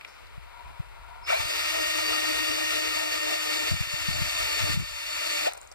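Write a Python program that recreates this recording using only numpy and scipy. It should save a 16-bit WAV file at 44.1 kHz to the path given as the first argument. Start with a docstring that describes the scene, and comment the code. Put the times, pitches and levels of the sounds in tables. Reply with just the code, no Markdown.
"""Dry leaves rustle and a far road hums outdoors; the drill ticks in the hand and light gusts rumble on the microphone.
At 1.3 s a cordless drill judders and runs up, pressing a countersink into a wooden board. Shaft-locked tones whine
and slowly sag under the load, shaped noise rasps like torn wood, and resonant noise lets the bit squeal as it sinks.
From 3.7 to 4.8 s hard gusts and low thumps strike the microphone, and the drill's level dips briefly.
At 5.5 s the brake judders, the gears clatter to rest as decaying noise, and the chuck and housing tick."""
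import sys
import numpy as np
from scipy import signal
from scipy.fft import rfft, irfft, next_fast_len
from scipy.io import wavfile
from scipy.ndimage import uniform_filter1d, map_coordinates

SR = 44100
rng = np.random.default_rng(int(sys.argv[2]) if len(sys.argv) > 2 else 0)


def master_out(mix):
    """Clip the mix to full scale and print it as 16-bit PCM to the path in sys.argv[1]."""
    frames = np.transpose(np.atleast_2d(mix))
    ceiling = np.clip(frames, -1, 1)
    pcm = np.round(ceiling * 32767).astype(np.int16)
    wavfile.write(sys.argv[1], SR, pcm)


N = 253134

# how the two microphone ports hear the bench [f/Hz, left-right/dB, left lead/rad, coherence]
NEAR = [(300, 5.5, -3.1, 0.92), (450, 1.2, -3.1, 0.93), (620, 1.7, -3.0, 0.93), (750, 1.7, -3.0, 0.76),
        (900, 1.7, -3.0, 0.88), (1150, 12.0, -2.4, 0.44), (1350, 13.5, -1.2, 0.44), (1600, 5.9, 0.3, 0.48),
        (1850, 3.1, 1.2, 0.89), (2100, 0.7, 1.6, 0.64), (2400, -1.1, 2.1, 0.78), (2750, 2.1, 2.6, 0.68),
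        (3100, 1.5, 3.05, 0.88), (3350, 2.0, 3.0, 0.78), (3650, 4.2, 2.8, 0.8), (4100, 6.8, 2.2, 0.19),
        (4550, 3.0, 0.2, 0.84), (5000, 0.2, 0.3, 0.71), (5600, -2.7, 1.0, 0.29), (6400, 0.1, 2.8, 0.76),
        (7300, 0.5, 0.9, 0.57), (8300, -2.1, 0.2, 0.46), (9500, -0.5, -2.9, 0.16), (11000, 1.8, -5.4, 0.22),
        (13200, 9.6, -5.4, 0.29), (15000, 8.7, -7.0, 0.19)]
# how they hear the yard [f/Hz, left-right/dB, left lead/rad, coherence]
FAR = [(100, 2.4, 3.0, 0.88), (500, 2.1, 3.1, 0.86), (750, 7.4, 3.0, 0.53), (980, 13.7, 0.2, 0.26),
       (1400, 4.0, 0.0, 0.85), (2100, 3.7, -0.2, 0.63), (3000, 3.5, -3.1, 0.75), (3600, 6.1, -2.8, 0.59),
       (4600, 1.5, -0.1, 0.75), (6300, 1.9, -3.2, 0.62), (8000, -0.7, -0.2, 0.53), (13000, 2.0, 0.6, 0.07)]
# shaft speed, sagging as the cone deepens [t/s, speed/turns per s]
SPEED = [(1.56, 308.3), (1.95, 306.6), (2.5, 306.6), (3, 304), (3.65, 302.2), (4.5, 299), (4.8, 299.4),
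         (5.45, 296.8)]
# trigger pulled, trigger let go, and the time the gears need to take up their slack (s)
START_S, STOP_S, SLACK_S = 1.272, 5.472, .015


def amp(db):
    """Gain of a level in dB."""
    return 10 ** (np.asarray(db) / 20)


def unit(x):
    """x scaled to an rms of 1."""
    return x / np.sqrt(np.mean(x ** 2) + 1e-20)


def clock():
    """The time of every sample in seconds."""
    return np.arange(N) / SR


def ramp(start_s, length_s):
    """0 before the start, rising evenly to 1."""
    return np.clip((clock() - start_s) / length_s, 0, 1)


def along(rows, hz):
    """Each column of a table after its frequency, read on a log axis."""
    f, *columns = np.transpose(rows)
    return [np.interp(np.log(hz + 1), np.log(f + 1), column) for column in columns]


def curves(rows):
    """One value per sample for each column of a table after its time."""
    s, *columns = np.transpose(rows)
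    return [np.interp(clock(), s, column) for column in columns]


def wobble(rate):
    """A smooth random curve, rate knots a second."""
    knots = rng.standard_normal(int(N * rate / SR) + 4)
    return map_coordinates(knots, [np.arange(N) * rate / SR])


def swells(rows, rise_s, fall_s):
    """Gain of events (t/s, hold/s, level/dB) that rise, hold and die away."""
    t = clock()
    events = []
    for s, hold, db in rows:
        rising = np.maximum(s - t, 0) / rise_s
        falling = np.maximum(t - s - hold, 0) / fall_s
        events.append(amp(db) * np.exp(-rising - falling))
    return np.max(events, axis=0)


def filtered(x, response):
    """x shaped by a complex response of frequency."""
    size = next_fast_len(N + SR // 4)
    return irfft(rfft(x, size) * response(np.fft.rfftfreq(size, 1 / SR)), size)[..., :N]


def resonance(hz, centre_hz, width_hz):
    """Response of one damped mode."""
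    damping = 1j * hz * width_hz
    return damping / (centre_hz ** 2 - hz ** 2 + damping)


def port_gains(ports, hz):
    """Complex gains of the left and right port, and their coherence."""
    tilt_db, lead, alike = along(ports, hz)
    pair = np.array([amp(tilt_db / 2) + 0j, amp(-tilt_db / 2) * np.exp(-1j * lead)])
    return pair / np.sqrt(np.mean(abs(pair) ** 2, axis=0)), np.clip(alike, 0, 1)


def rush(colour, ports):
    """Coloured noise of rms 1 as the two ports hear it."""
    size = next_fast_len(N)
    hz = np.fft.rfftfreq(size, 1 / SR)
    a, b = rfft(rng.standard_normal((2, size)))
    pair, alike = port_gains(ports, hz)
    left_right = np.array([a, alike * a + np.sqrt(1 - alike ** 2) * b])
    return unit(irfft(left_right * pair * colour(hz), size)[:, :N])


def leaves():
    """Dry leaves rustle as fluttering noise that slowly dies down."""
    # colour of the rustle [f/Hz, relative level/dB per Hz]
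    leaf_colour = [(60, -11), (300, -2.5), (550, 4.5), (800, 0.5), (1100, 3), (1350, 3.5), (1700, -2),
                   (2300, 3), (3100, -4.5), (4000, -6.5), (6000, -17.5), (8500, -18), (15000, -22.5)]
    level_db, calm_db_per_s = -50, 1.1
    rustle = amp(.7 * wobble(rate=30) + .7 * wobble(rate=500))
    noise = rush(lambda hz: amp(along(leaf_colour, hz)[0]), FAR)
    return amp(level_db - calm_db_per_s * clock()) * rustle * noise


def far_road():
    """Tyre noise of a far road hums in three bands and swells now and then."""
    # swells above the steady hum [t/s, hold/s, level/dB]
    road_swells = [(.57, 0.11, -49.5), (.95, .1, -52.5), (1.12, 0.045, -46.5)]
    # bands of the tyre noise [f/Hz, width/Hz, relative level/dB]
    tyre_bands = [(706, 100, -6.5), (952, 110, 1), (1386, 110, -8)]
    hum_db = -61
    traffic = np.hypot(amp(hum_db), swells(road_swells, rise_s=0.11, fall_s=0.17))

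    def colour(hz):
        return sum(amp(db) * abs(resonance(hz, centre, width)) ** 2 for centre, width, db in tyre_bands)

    return traffic * rush(colour, FAR)


def wind():
    """Gusts rumble on the microphone ports; the harder they blow, the higher they reach."""
    # colour of the rumble [f/Hz, light relative level/dB per Hz, hard relative level/dB per Hz]
    buffet_colour = [(15, -32, -38), (39.7, 4.5, -39), (73.5, 0.5, -0.5), (110, -11, -3.5), (167, -41, -12),
                     (232, -50, -20.5), (374, -45, -26), (1000, -74, -85), (3000, -120, -120)]
    # gusts [t/s, hold/s, level/dB]
    gusts = [(.68, 0.026, -42.5), (1.41, 0.09, -45), (3.718, 0.025, -29), (3.81, 0.021, -42),
             (4.1, 0.14, -35), (4.4, 0.075, -42), (4.62, 0.033, -31), (4.69, 0.13, -31.5)]
    # breeze between them, before its eddies [t/s, level/dB]
    breeze_levels = [(0, -59), (.3, -48), (3.6, -54), (4.85, -44), (5.05, -57), (5.7, -56)]
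    breeze = amp(curves(breeze_levels)[0])
    gust = swells(gusts, rise_s=0.0068, fall_s=0.026)
    gust_db = 20 * np.log10(np.maximum(breeze, gust))
    light = rush(lambda hz: amp(along(buffet_colour, hz)[0]), FAR)
    hard = rush(lambda hz: amp(along(buffet_colour, hz)[1]), FAR)
    force = np.clip((gust_db + 46.0) / 16, 0, 1)
    buffet = np.sqrt(1 - force) * light + np.sqrt(force) * hard
    # level out the noise so that it follows the gust curve
    loudness = np.sqrt(abs(uniform_filter1d(np.mean(buffet ** 2, axis=0), size=SR // 70)) + 1e-6)
    # a light breeze arrives in separate eddies
    eddies_db = (1 - force) * (3.2 * wobble(rate=26) - .5)
    return amp(gust_db + eddies_db) * buffet / loudness


def thumps():
    """Each eddy that strikes the microphone is one low push and pull on the ports."""
    # single eddies [t/s, level/dB, f/Hz]
    eddies = [(.382, -31, 115), (.803, -20.5, 110), (1.403, -26.5, 85), (1.456, -32, 99), (2.5, -34, 80),
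              (3.719, -19, 116), (3.742, -26, 113), (3.812, -18, 110), (3.875, -34, 104), (3.941, -25, 115),
              (4.015, -34, 90), (4.089, -17, 140), (4.162, -28, 91), (4.194, -28, 118), (4.22, -20, 125),
              (4.278, -32, 90), (4.404, -32, 100), (4.61, -27, 92), (4.639, -23, 105), (4.703, -22, 103),
              (4.743, -20, 113), (4.777, -16.5, 135), (4.8, -25, 146), (4.825, -30, 110)]
    length_cycles = .62
    out = np.zeros((2, N))
    for s, db, hz in eddies:
        cycles = hz * (clock() - s)
        push = amp(db) * np.exp(-(cycles / length_cycles) ** 2 + 2j * np.pi * cycles)
        out += np.imag(port_gains(FAR, hz)[0][:, None] * push)
    return out


def ticks():
    """Contacts and slides of chuck and housing, each a burst of noise with one broad ring."""
    # ticks as the drill is handled [t/s, level/dB, ring f/Hz, t60/s]
    contacts = [(0.011, -37.5, 2330, 0.024), (.0485, -32, 2350, 0.022), (.075, -56.5, 5000, 0.63),
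                (0.269, -48, 4000, .02), (1.3327, -24, 2600, 0.0087), (5.473, -26, 2800, .006),
                (5.535, -29, 7800, 0.0059), (5.545, -48, 6000, .02), (5.572, -45, 7900, 0.0069),
                (5.576, -38.5, 7700, 0.014), (5.574, -45, 555, 0.076), (5.6, -60, 7900, 1),
                (5.615, -37.5, 7500, 0.0068), (5.631, -49, 7900, .01), (5.674, -45, 6760, 0.015),
                (5.715, -43, 5160, 0.035), (5.715, -38, 674, 0.05), (5.724, -44, 7900, .012)]
    rise_s = .0004
    out = np.zeros((2, N))
    for s, db, ring_hz, t60 in contacts:
        crack = rush(lambda hz: abs(resonance(hz, ring_hz, .3 * ring_hz)) ** 1.5, NEAR)
        out += crack * ramp(s - rise_s, rise_s) * amp(db - 60 * abs(clock() - s) / t60)
    return out


def judders():
    """Short narrow tones of unsteady pitch: a brief electronic whine as the trigger is pulled, then sudden
    changes of torque that shake single modes of drill and board."""
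    # a whine as the trigger is pulled, then judders as the bit bites and the brake grips [t/s, length/s, f/Hz,
    # width/Hz, level/dB]
    jerks = [(1.267, 0.037, 5160, 450, -45.5), (1.301, 0.033, 2340, 255, -28.5),
             (1.309, 0.02, 641, 452, -32.5), (1.338, 0.026, 683, 159.5, -24), (1.354, 0.09, 2338, 218, -33),
             (5.47, .014, 2400, 296.5, -31), (5.463, .012, 1400, 300, -38), (5.478, 0.016, 720, 300, -21.5)]
    out = np.zeros((2, N))
    for s, length, centre_hz, width_hz, db in jerks:
        pitch_hz = centre_hz + width_hz / 3 * wobble(width_hz)
        angle = 2 * np.pi * np.cumsum(pitch_hz) / SR
        swell = amp(db + 1.5 * wobble(rate=250)) * np.exp(-2 * ((clock() - s) / length) ** 2)
        gains = port_gains(NEAR, centre_hz)[0][:, None]
        out += np.sqrt(2) * swell * np.real(gains * np.exp(1j * angle))
    return out


def lines(rows, turns, flutter_db, play, speed=None):
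    """Shaft-locked tones: backlash shakes their phase, uneven load their size; a given speed moves their port gains."""
    out = np.zeros((2, N))
    backlash = play * wobble(rate=70)
    speed = np.mean(SPEED, axis=0)[1:] if speed is None else speed
    for multiple, db in rows:
        size = amp(db) * unit(amp(flutter_db * wobble(rate=35)))
        angle = 2 * np.pi * multiple * (turns + backlash)
        gains = port_gains(NEAR, multiple * speed)[0]
        out += np.sqrt(2) * size * np.real(gains * np.exp(1j * angle))
    return out


def body_db(hz):
    """Lift that the resonances of housing, bit and board give to each frequency."""
    # resonances [f/Hz, width/Hz, lift/dB]
    body_modes = [(321, 44, 16.5), (450, 23, 11), (646, 101, 12.5), (913, 54, 12), (1332, 320, 10),
                  (1833, 145, 6), (2756, 73, 7), (3580, 330, 8.5), (4540, 620, 4), (5640, 110, 6.5),
                  (6500, 110, 6), (13700, 1500, 5)]
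    return sum(db * abs(resonance(hz, centre, width)) ** 2 for centre, width, db in body_modes)


def spin_up(turns, speed, pace):
    """Under starting torque rough motor tones sweep up through the resonances of the body."""
    # motor tones under strain [multiple of the shaft speed, level before body and torque/dB]
    strained_tones = [(3, -37), (4, -39.5), (6.066, -43), (8.333, -36), (15, -46)]
    torque = 4 * pace * (1 - pace) * ramp(START_S + SLACK_S, SLACK_S) * (clock() < STOP_S)
    rough = unit(amp(2 * wobble(rate=400)))
    jolts = .011 * wobble(rate=350)
    rows = [(multiple, db + body_db(multiple * speed)) for multiple, db in strained_tones]
    return torque * rough * lines(rows, turns + jolts, flutter_db=1.5, play=.002, speed=speed)


def run_down(turns):
    """The braked gears clatter to rest in the midrange, ever more slowly, outlasting the cut."""
    # colour of the clatter [f/Hz, relative level/dB per Hz]
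    clatter_colour = [(150, -24), (400, -3), (620, 6.5), (950, 3.5), (1130, -6), (1400, -0.5), (1750, -11),
                      (2400, -3), (3200, -12), (3900, -8), (4250, -9), (4800, -13.5), (12000, -24)]
    level_db, fade_db_per_s, rise_s = -37.5, 95, 0.0038
    turn_knock = np.cos(2 * np.pi * (turns - turns[-1] + .25))
    knocks = unit(amp(4 * turn_knock + 2 * wobble(rate=160)))
    clatter = rush(lambda hz: amp(along(clatter_colour, hz)[0]), NEAR) * knocks
    return clatter * ramp(STOP_S, rise_s) * amp(level_db - fade_db_per_s * abs(clock() - STOP_S))


def squeal(turns, chuck, pulse_db, beat_db):
    """Friction rings each bit mode at its own point of the chuck's turn; a high gear tone beats with the upper one."""
    # ringing of the steel bit, growing as it sinks in [t/s, level relative to the drill's loudness/dB]
    squeal_levels = [(1.3, -44), (2.3, -39), (2.9, -17.5), (3.6, -14.5), (4.1, -12.5), (4.55, -14.5),
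                     (5, -14), (5.45, -12)]
    # modes of the bit [f/Hz, width/Hz, relative level/dB, lag behind the surge/chuck turns]
    bit_modes = [(4555, 420, -2, 0.014), (7310, 83, 0.5, .25)]
    # gear tone that beats with the upper mode [multiple of the shaft speed, relative level/dB]
    beating_tone = [(24.26, -8.5)]
    squeal_db, = curves(squeal_levels)

    def swing(lag, depth_db):
        return unit(amp(depth_db * np.cos(2 * np.pi * (chuck - lag))))

    ring = np.zeros((2, N))
    for centre, width, db, lag in bit_modes:
        mode = rush(lambda hz: resonance(hz, centre, width) ** 2, NEAR)
        ring += amp(db) * np.sqrt(width) * swing(lag, pulse_db) * mode
    upper_lag = bit_modes[-1][-1]
    beats = swing(upper_lag, beat_db) * lines(beating_tone, turns, flutter_db=3, play=0.0034)
    return amp(squeal_db) * (unit(ring * amp(wobble(rate=8.6))) + beats)


def colour_of_cut(hz):
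    """Gain of the cutting noise through housing, bit and board."""
    # cutting and fan noise before the body [f/Hz, relative level/dB per Hz]
    rasp_colour = [(100, -68), (200, -33), (420, -5.5), (800, -6.5), (1050, -8), (1600, -11), (2300, 2),
                   (2850, -1), (3200, -4.5), (3550, -7), (4200, -6), (5200, -8.5), (6500, -10.5),
                   (8500, -11.5), (11000, -16), (15000, -22)]
    return amp(along(rasp_colour, hz)[0] + body_db(hz))


def gear_whir(turns):
    """The roughness of the teeth comes round with each turn of the planet carrier: a comb of fine lines."""
    bumps = 800  # in one turn of the carrier, which takes six of the motor
    place = bumps * (turns + .002 * wobble(rate=40)) / 6
    teeth = map_coordinates(rng.standard_normal(bumps), [place % bumps], mode="grid-wrap")
    return unit(filtered(teeth, lambda hz: port_gains(NEAR, hz)[0] * colour_of_cut(hz) * (hz > 1000)))


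def patchy(x, depth_db):
    """Random hollows, a few hundred hertz wide and some tens of milliseconds long."""
    z = signal.stft(x, nperseg=1024)[2]
    field = rng.standard_normal(z.shape[1:])
    field = uniform_filter1d(uniform_filter1d(field, size=4, axis=0), size=6, axis=1)
    gain = unit(amp(depth_db * np.minimum(unit(field), .5)))
    return signal.istft(z * gain, nperseg=1024)[1][:, :N]


def rasp(turns, treble_db, scrape_db, grumble_db, carrier_db, shaft_db, grain_db, brush_db, bump_db):
    """Fibres tear in small grains, in surges set by the cutting edges, the planet carrier, the shaft and its brushes."""
    repeat_share = .14  # share of the power that repeats with the gears
    noise = np.sqrt(1 - repeat_share) * rush(colour_of_cut, NEAR) + np.sqrt(repeat_share) * gear_whir(turns)
    wood = filtered(noise, lambda hz: 1 / (1 + (hz / 3800) ** 6))
    board = filtered(noise, lambda hz: 1 / (1 + (hz / 950) ** 6))
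    # motor turns per surge: 15, 6 and 1
    edges, carrier, shaft = (np.cos(2 * np.pi * turns / ratio) for ratio in (15, 6, 1))
    # the board grumbles unevenly as the edges catch in its grain
    low = patchy(board, bump_db) * unit(amp(grumble_db * (edges + wobble(rate=16))))
    middle = (wood - board) * amp(scrape_db * edges + .6 * wobble(rate=45))
    high_db = treble_db + carrier_db * carrier + shaft_db * shaft + .5 * wobble(rate=45)
    high = (noise - wood) * amp(high_db)
    # three brush pulses a turn
    brushes = np.cos(6 * np.pi * (turns + .07 * wobble(rate=50)))
    return unit((low + middle + high) * amp(grain_db * wobble(rate=900) + brush_db * brushes))


def drill():
    """Hum, whine, rasp and squeal all follow the one motor shaft; the load grows with the square of the cone's depth."""
    # motor lines [multiple of the shaft speed, relative level/dB]
    motor_lines = [(2, -13), (3, -18.5), (4, -20), (6, -19), (8, -23), (9, -17.5), (12, -22), (15, -15),
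                   (18, -28), (21, -27), (25, -32), (27, -31), (28, -33), (29, -29), (32, -34), (33, -35),
                   (34, -32), (38, -35), (40, -35), (43, -31), (44, -31.5), (46, -37.5)]
    # meshes of the planetary gearbox and their sidebands
    # [multiple of the shaft speed, relative level/dB, change at full load/dB]
    gear_meshes = [(2.183, -21, 2), (6.066, -11, -4), (8.333, -21, 2), (9.1, -16.5, 11), (9.333, -14.5, -3),
                   (10.333, -22.5, 3), (12.13, -22.5, 12), (15.165, -19, 2), (21.25, -25, 3),
                   (33.36, -42, 10), (47.3, -44, 12)]
    # pressure of the hand [t/s, loudness of the cut/dB, its surge once a chuck turn/dB]
    hand_pressure = [(1.31, -27, 0), (1.45, -30, 0.5), (1.56, -28, -0.5), (1.85, -27.5, 0), (2.3, -27, 0.6),
                     (2.8, -27.5, 0.2), (3.15, -29, 1), (3.55, -28, 1.6), (3.9, -28, -0.3), (4.2, -29, 0.6),
                     (4.55, -27.5, -0.4), (5.2, -28, -0.2), (5.45, -28.5, 0.1)]
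    spin_s, brake_s = .042, 0.045  # time constants of spin-up and brake
    motor_turns_per_chuck_turn, crest_s = 58.6, 1.8  # one crest of the surge falls at crest_s
    running, braking = np.maximum(clock() - START_S, 0), np.maximum(clock() - STOP_S, 0)
    depth = ramp(START_S, STOP_S - START_S)
    load = depth ** 2
    unseated = 1 - ramp(START_S, 0.55)  # the bit seats within this many seconds

    pace = (1 - np.exp(-running / spin_s)) * np.exp(-braking / brake_s)
    speed = pace * curves(SPEED)[0] * (1 + .0005 * wobble(rate=18))
    turns = np.cumsum(speed) / SR
    chuck = (turns - np.interp(crest_s, clock(), turns)) / motor_turns_per_chuck_turn

    # hum and whine build up as the bit seats and fade under load; the motor lines are there from the start
    hum_db = 1.6 - 10 * unseated - 3 * load
    whine_db = 1 - 19 * unseated - 7.5 * load
    motor_db = 0.37 - load
    hum = amp(hum_db) * lines([(0.99, -13.5)], turns, flutter_db=3.0, play=0.069)
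    motor = lines(motor_lines, turns, flutter_db=3.6, play=.0015)
    # one more motor line sings out before the bit has seated, then fades
    singing_db = -13.5 - 7 * running
    motor += lines([(16, singing_db)], turns, flutter_db=2, play=.001)
    loaded_meshes = [(multiple, db + change * load) for multiple, db, change in gear_meshes]
    gears = lines(loaded_meshes, turns, flutter_db=1.8, play=.002)
    tones = pace ** 4 * (hum + amp(whine_db) * gears + amp(motor_db) * motor)

    treble_db = -0.5 - 5.5 * (1 - pace)  # duller at low speed
    cutting = rasp(turns, treble_db, scrape_db=0.3, grumble_db=1.6, carrier_db=0.5, shaft_db=0.4,
                   grain_db=0.6, brush_db=.9, bump_db=10)
    ringing = squeal(turns, chuck, pulse_db=2.5, beat_db=5)

    # the tones ride over the quick surges of the cut
    pressure_db, surge_db = curves(hand_pressure)
    once_db = surge_db * np.cos(2 * np.pi * chuck)
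    twice_db = 0.5 * np.cos(4 * np.pi * chuck)
    surge = amp(once_db + twice_db + 0.55 * wobble(rate=16))
    attack = ramp(START_S - SLACK_S, 0.04) ** 0.93
    release = amp(-361 * braking)  # dB per second: the cut dies fast under the brake
    envelope = amp(pressure_db) * attack * release
    sound = envelope * (tones + surge * (amp(-1.5) * cutting + pace * ringing))
    return sound + spin_up(turns, speed, pace) + run_down(turns)


def dipped(x):
    """The level drops quickly and creeps back; the bass drops further and returns later."""
    # dips; a negative depth leaves the overall level alone [t/s, depth/dB, extra depth of the bass/dB]
    dips = [(1.24, -1.5, 6.5), (3.687, 5.5, 14.5), (4.2, -0.5, 12), (4.738, 10.5, 23)]
    fall_s, recover_s, bass_recover_s, bass_edge_hz = 0.042, 0.53, 0.68, 560

    def dip(s, return_s):
        return ramp(s, fall_s) - ramp(s + fall_s, return_s)

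    all_db = np.max([db * dip(s, recover_s) for s, db, _ in dips], axis=0)
    bass_db = np.max([db * dip(s, bass_recover_s) for s, _, db in dips], axis=0)
    bass = filtered(x, lambda hz: 1 / (1 + (hz / bass_edge_hz) ** 10))
    return amp(-all_db) * (x - bass + amp(-bass_db) * bass)


def scene():
    """Yard and wind behind the handled drill; only the drill's running sound dips."""
    background = leaves() + far_road() + wind() + thumps()
    return background + ticks() + judders() + dipped(drill())


def record(dry):
    """A steep low-pass removes the sound above the band limit."""
    top_hz = 15450
    return filtered(dry, lambda hz: 1 / (1 + (hz / top_hz) ** 120))


dry = scene()
out = record(dry)
master_out(out)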